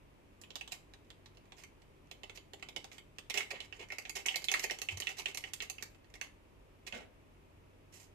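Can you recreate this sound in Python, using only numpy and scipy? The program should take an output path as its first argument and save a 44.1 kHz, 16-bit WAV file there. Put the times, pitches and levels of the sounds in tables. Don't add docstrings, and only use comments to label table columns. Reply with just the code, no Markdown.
import sys
import numpy as np
from scipy import signal
from scipy.fft import rfft, irfft
from scipy.io import wavfile
from scipy.ndimage import uniform_filter1d

SR = 44100
rng = np.random.default_rng(int(sys.argv[2]) if len(sys.argv) > 2 else 0)


def dump(signal):
    limited = np.clip(np.atleast_2d(signal).T, -1, 1)
    pcm = np.round(limited * 32767).astype(np.int16)
    wavfile.write(sys.argv[1], SR, pcm)


N = 358974

# t/s, pitch f/Hz, level before the trim in snaps()/dB
POP_EVENTS = [(0.4362, 2930, -53.5), (0.504, 3070, -48), (0.6102, 2900, -42), (3.3051, 2910, -37.5),
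              (3.4058, 2230, -38.5), (3.603, 3140, -41.5), (3.7249, 2360, -45.5), (3.9027, 2080, -42),
              (4.052, 2800, -45.5), (4.257, 2190, -40), (4.2843, 2800, -30), (4.3425, 2100, -38),
              (4.484, 2820, -28.5), (4.539, 2080, -29.5), (4.542, 1280, -35.5), (4.698, 2260, -36.5),
              (4.8869, 2530, -34), (5.0203, 2750, -39.5), (5.07, 2670, -32.5), (5.2574, 2720, -32),
              (5.4389, 2600, -41), (5.603, 2640, -38), (5.7827, 2550, -48.5), (6.2125, 1950, -41.5),
              (6.9238, 2600, -41)]


def snaps(crumple_s=.0013, swell=0.59, grain_db=4.5, trim_db=0.5, settle_db=-21):
    out = np.zeros(N)
    age = np.arange(SR // 20) / SR / crumple_s
    envelope = np.exp(-age) * (1 - np.exp(-age / swell))
    for s, hz, body_db, colour_db in buckles():
        snap = fibres(envelope, hz, 0.26, body_db + trim_db, colour_db, grain_db, flip=0.7)
        add(out, s, snap)
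        add(out, s + rng.uniform(0.011, 0.039), from_db(settle_db) * snap)
    return out * np.sqrt(SR / 100)


def buckles(crinkle_count=45, pitch_scatter=0.079):
    usual_pop_hz, pop_crisp_db, crisp_db_per_octave = 2550, -16.5, 11
    for s, hz, db in POP_EVENTS:
        crisp_db = pop_crisp_db + crisp_db_per_octave * np.log2(hz / usual_pop_hz)
        yield s, hz, db, colour(db, crisp_db, thud_db=-11.5, thud_lag=0.7)

    # t/s, level before the trim/dB, crispness before the register trim/dB
    crease_cracks = [(0.4137, -60, 6), (0.5553, -40, -4.5), (0.6761, -49, -6.5), (0.9362, -55, -8),
                     (1.1027, -52.5, -8.5), (1.2585, -56, -7.5), (1.3706, -59.5, -9), (1.5205, -52.5, -12),
                     (1.6359, -51, -3.5), (2.1123, -49, -4), (2.2331, -47, -7.5), (2.2957, -49, -9.5),
                     (2.3739, -50, -6), (2.5339, -49.5, -4), (2.6252, -45, -10), (2.6865, -49, -6),
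                     (2.7622, -39, -6.5), (2.8429, -48.5, -4.5), (2.9159, -54.5, -8), (2.9817, -53, -4),
                     (3.1841, -46.5, -5), (3.2986, -42, 0.5), (3.3408, -40.5, -2), (3.9208, -42, -7),
                     (3.9837, -41.5, -2.5), (4.0946, -46, 3.5), (4.2609, -37, 1.5), (4.358, -37, 2),
                     (4.4196, -53.5, 0), (4.442, -45, 5.5), (4.5157, -36, 2.5), (4.539, -39, 1.5),
                     (4.5944, -43.5, 4), (4.6402, -34, -3.5), (4.7088, -37, -4), (4.7865, -50.5, 2),
                     (4.8166, -42.5, 3), (4.9715, -48, 3), (5.0008, -45.5, 6), (5.0909, -48.5, 0),
                     (5.1956, -44.5, -4), (5.346, -48, 4), (5.3725, -43.5, 4), (5.5345, -45.5, 5.5),
                     (5.6215, -46, 1.5), (5.6984, -45.5, 5), (5.8244, -45.5, 3.5), (6.1395, -53.5, -4),
                     (6.2124, -44.5, -1)]
    # t/s, pitch before scatter f/Hz
    sheet_pitch = [(3.0, 2970), (3.5, 2480)]
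    # t/s, lift of the crinkles/dB
    squeeze = [(3.2, -8), (4.5, 9), (5.9, 0.5)]
    held_from_s, held_to_s = .35, 6.2
    crinkle_db, spread_db, crinkle_crisp_db = -68.5, 5, -3
    crinkles = []
    for s in rng.uniform(held_from_s, held_to_s, crinkle_count):
        db = crinkle_db + at_s(squeeze, s) + spread_db * rng.standard_normal()
        crinkles.append((s, db, crinkle_crisp_db))
    for s, db, crisp_db in crease_cracks + crinkles:
        hz = at_s(sheet_pitch, s) * np.exp(pitch_scatter * rng.standard_normal())
        yield s, hz, db, colour(db, crisp_db)


def colour(body_db, crisp_db, thud_db=-7.5, thud_lag=0.22):
    usual_db = -47
    low_db = thud_db - thud_lag * (body_db - usual_db)
    fizz_db = -10.5 + 1.45 * crisp_db
    return low_db, low_db, crisp_db, fizz_db


def fibres(envelope, body_hz, body_width, body_db, colour_db, grain_db, flip=0):
    # low edge f/Hz, high edge f/Hz, trim/dB
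    sheet_registers = [(140, 464, -11.5), (490, 1940, 1), (3765, 8270, 1), (8480, 13870, 2.5)]
    unevenness = np.clip(rng.standard_normal(len(envelope)), -2, 2)
    steps = envelope * from_db(grain_db * unevenness)

    def crackle():
        return unit(steps * rng.standard_normal(len(steps)))

    push = crackle() + flip * (envelope == envelope.max())
    spread = 1 + body_width
    out = unit(band(push, body_hz / spread, body_hz * spread, order=2))
    for (low_hz, high_hz, trim_db), rel_db in zip(sheet_registers, colour_db):
        out = out + from_db(rel_db + trim_db) * unit(band(crackle(), low_hz, high_hz))
    return from_db(body_db) * out


def slides(strokes, rise, fall, catch_db, grain_db, trim_db, body_hz=2500, catch_rate_hz=330, slip_s=0.001):
    out = np.zeros(N)
    r = np.exp(-1 / (slip_s * SR))
    for s, length_s, body_db, crisp_db in strokes:
        along = np.linspace(0, 1, int(max(length_s, .002) * SR))
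        catches = (rng.random(len(along)) < catch_rate_hz / SR) * rng.random(len(along))
        grip = 1 + from_db(catch_db) * signal.lfilter([1], [1, -r], catches + 1e-18)
        envelope = along ** rise * (1 - along) ** fall * grip
        stroke = fibres(envelope, body_hz, 0.318, body_db + trim_db, colour(body_db, crisp_db), grain_db)
        add(out, s, np.sqrt(len(along)) * stroke)
    return out


def slack(from_s=3.5, delay_s=.012, length_s=0.059, rel_db=-18.5, top_db=-51, crisp_db=-3.5):
    return [(s + delay_s, length_s, min(db + rel_db, top_db), crisp_db)
            for s, hz, db in POP_EVENTS if s > from_s]


def handling():
    # t/s, length/s, level before the trim/dB, crispness before the register trim/dB
    paper_rubs = [(0.71, 0.059, -56, -1), (0.7193, 0.015, -43, 1), (1.565, 0.088, -64, 0.5),
                  (2.345, 0.045, -63, 4), (2.91, 0.094, -65.5, 1.5), (3.34, 0.11, -41.5, -6.5),
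                  (3.374, 0.0094, -31.5, -1.5), (3.5047, 0.016, -39, -6), (3.53, 0.079, -52, -17),
                  (3.788, 0.07, -52, -9), (4.15, 0.086, -50, -4), (4.1522, 0.02, -41.5, 0.5),
                  (4.6207, .03, -46.5, 3.5), (5.168, 0.051, -49.5, 2.5), (6.8655, 0.022, -46, -3),
                  (6.92, .14, -52.5, -11.5)]
    spatula_slide = [(7.922, .19, -64.5, 1.9)]
    rubbing = slides(paper_rubs + slack(), rise=0.52, fall=1.42, catch_db=14, grain_db=3.0, trim_db=-1.5)
    paper = snaps() + rubbing
    sugar = slides(spatula_slide, rise=0.33, fall=1.56, catch_db=11, grain_db=0.5, trim_db=-5.5)
    sugar = sugar + from_db(3.0) * band(sugar, 6500, 14000, order=1)
    return bowl(paper + sugar) + landing()


def landing(s=6.925, t60_s=0.41):
    # low edge f/Hz, high edge f/Hz, starting level/dB
    counter_bands = [(180, 260, -48.5), (450, 680, -46.5), (1360, 1650, -50.5)]
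    out = np.zeros(N)
    t = np.arange(SR // 3) / SR
    for low_hz, high_hz, level_db in counter_bands:
        flop = band(rng.standard_normal(len(t)), low_hz, high_hz, order=2)
        add(out, s, from_db(level_db - 60 * t / t60_s) * flop / np.std(flop))
    return out


def bumps(spread=0.24):
    # t/s, length/s, centre f/Hz, nominal peak level/dB
    soft_knocks = [(3.521, 0.03, 520, -45), (3.784, 0.053, 405, -51), (2.75, 0.053, 405, -51.5),
                   (4.9, 0.12, 82, -45), (7.535, 0.069, 70, -56)]
    out = np.zeros(N)
    for s, length_s, hz, peak_db in soft_knocks:
        t = np.arange(int(length_s * SR)) / SR
        noise = rng.standard_normal(SR)
        swings = band(noise, hz / (1 + spread), hz * (1 + spread), order=2)[-len(t):]
        knock = unit(np.sin(np.pi * t / length_s) * swings)
        add(out, s, from_db(peak_db) * np.sqrt(len(t)) / 2 * knock)
    return out


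def bowl(x):
    # f/Hz, width f/Hz, level before the ring lift/dB
    hollow_modes = [(399, 54, 7.5), (603, 19, 0.5), (776, 28, 7), (1156, 84, -4), (1866, 110, -4.5),
                    (2143, 110, 1), (2623, 100, 2.5), (3000, 85, 0.5)]
    # t/s, lift of the ring/dB
    over_bowl = [(1.3, -6), (2.0, -1), (5.9, -0.5), (6.3, -2.5)]
    out = x.copy()
    drive = x * from_db(at_s(over_bowl, np.arange(N) / SR))
    for hz, width_hz, level_db in hollow_modes:
        r = np.exp(-np.pi * width_hz / SR)
        poles = [1, -2 * r * np.cos(2 * np.pi * hz / SR), r * r]
        ring = (1 - r * r) / 2 * signal.lfilter([1, 0, -1], poles, drive + 1e-18)
        out += from_db(level_db) * ring
    return out


def places(x, count=4, move_s=.07):
    position = np.arange(N) / SR / move_s
    return [x * np.sqrt(np.maximum(1 - np.abs((position - k) % count - 1), 0)) for k in range(count)]


def kitchen(x, port, lag_s, direct_db, near_swell_s, near_t60_s, room_db, room_t60_s):
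    t = np.arange(2 * (SR // 3)) / SR

    def dying(t60_s):
        return rng.standard_normal(len(t)) * from_db(-60 * t / t60_s)

    near = unit(dying(near_t60_s) * (1 - np.exp(-t / near_swell_s)))
    dull = signal.lfilter(*signal.butter(1, 1500, fs=SR), dying(room_t60_s * 0.85))
    room = unit((dying(room_t60_s) + dull) * (1 - np.exp(-t / 0.0015)))
    path = rfft(from_db(direct_db) * (t == 0) + near + from_db(room_db) * room)
    hz = np.linspace(0, SR / 2, len(path))
    broad = np.sqrt(uniform_filter1d(np.abs(path) ** 2, size=70))
    response = irfft(path * causal(from_db(at_hz(port, hz)) / broad))
    heard = signal.fftconvolve(x, response)[:N]
    return np.interp(np.arange(N) - lag_s * SR, np.arange(N), heard, left=0)


def still_room(waver=0.35, lag_s=0.000417, air_db=-62):
    # f/Hz, relative level per Hz/dB
    air_shape = [(12, -49.5), (20, -11.5), (42, -1.5), (95, -11), (165, -12.5), (386, -12), (468, -15.5),
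                 (632, -16.5), (725, -21), (928, -19), (1560, -27.5), (2490, -25), (4190, -37),
                 (14000, -44)]
    # f/Hz, correlation (1 = same)
    port_likeness = [(50, 0.84), (180, 0.36), (550, 0.67), (1500, 0.04)]
    # f/Hz, rms level before wavering/dB
    fridge_lines = [(95.5, -71), (142, -76.5), (289, -78.5)]
    hz = np.fft.rfftfreq(N, 1 / SR)
    t = np.arange(N) / SR
    lags = np.array([[lag_s], [0]])
    alike = at_hz(port_likeness, hz)
    mid, side = rfft(rng.standard_normal((2, N))) * from_db(at_hz(air_shape, hz))
    ports = np.sqrt(1 + alike) * mid + np.sqrt(1 - alike) * side * [[1], [-1]]
    air = irfft(ports * np.exp(-2j * np.pi * hz * lags), N)
    out = from_db(air_db) * np.sqrt(2 * N) * unit(air)
    for line_hz, level_db in fridge_lines:
        knots = waver * rng.standard_normal((2, 40))
        size, phase = [np.interp(t, np.linspace(0, t[-1], len(k)), k) for k in knots]
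        hum = (1 + size) * np.sin(2 * np.pi * line_hz * (t - lags) + 2 * phase)
        out = out + np.sqrt(2) * from_db(level_db) * hum
    return out


def from_db(db):
    return 10 ** (np.asarray(db) / 20)


def at_s(points, s):
    return np.interp(s, *np.transpose(points))


def at_hz(points, hz):
    known, values = np.transpose(points)
    return np.interp(np.log(np.maximum(hz, 1)), np.log(known), values)


def unit(x):
    return x / np.sqrt(np.sum(x ** 2) + 1e-20)


def add(track, s, sound):
    start = int(s * SR)
    track[start:start + len(sound)] += sound[:N - start]


def band(x, low_hz, high_hz, order=3):
    sos = signal.butter(order, [low_hz, high_hz], "band", fs=SR, output="sos")
    return signal.sosfilt(sos, x + 1e-18)


def causal(gain):
    cepstrum = irfft(np.log(gain))
    half = len(cepstrum) // 2
    cepstrum[1:half] *= 2
    cepstrum[half + 1:] = 0
    return np.exp(rfft(cepstrum))


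def scene(shared=0.74):
    # f/Hz, level/dB
    left_port = [(250, 0), (850, 0), (1500, -7), (2100, -3), (2900, -9), (3900, -6.5), (6500, -10),
                 (8700, -4.5), (11500, -1), (14500, -4.5)]
    right_port = [(250, 0), (650, 0.5), (1400, -5), (2000, 0.5), (2700, 0.5), (3700, 0.5), (5500, 1.5),
                  (7300, 2.5), (8400, -3.5), (10000, -4.5), (14000, 2)]
    front = handling()
    aside = np.sqrt(shared) * front + np.sqrt(1 - shared) * handling()
    left = sum(kitchen(x, left_port, lag_s=.00045, direct_db=-9.5, near_swell_s=0.0037, near_t60_s=0.05,
                       room_db=-5.5, room_t60_s=0.32) for x in places(aside))
    right = sum(kitchen(x, right_port, lag_s=0, direct_db=-5.5, near_swell_s=0.0011, near_t60_s=0.036,
                        room_db=-10.5, room_t60_s=0.2437) for x in places(front))
    return np.array([left, right]) + bumps() + still_room()


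def record(dry):
    return signal.sosfilt(signal.ellip(10, .2, 70, 14450, fs=SR, output="sos"), dry)


dry = scene()
out = record(dry)
dump(out)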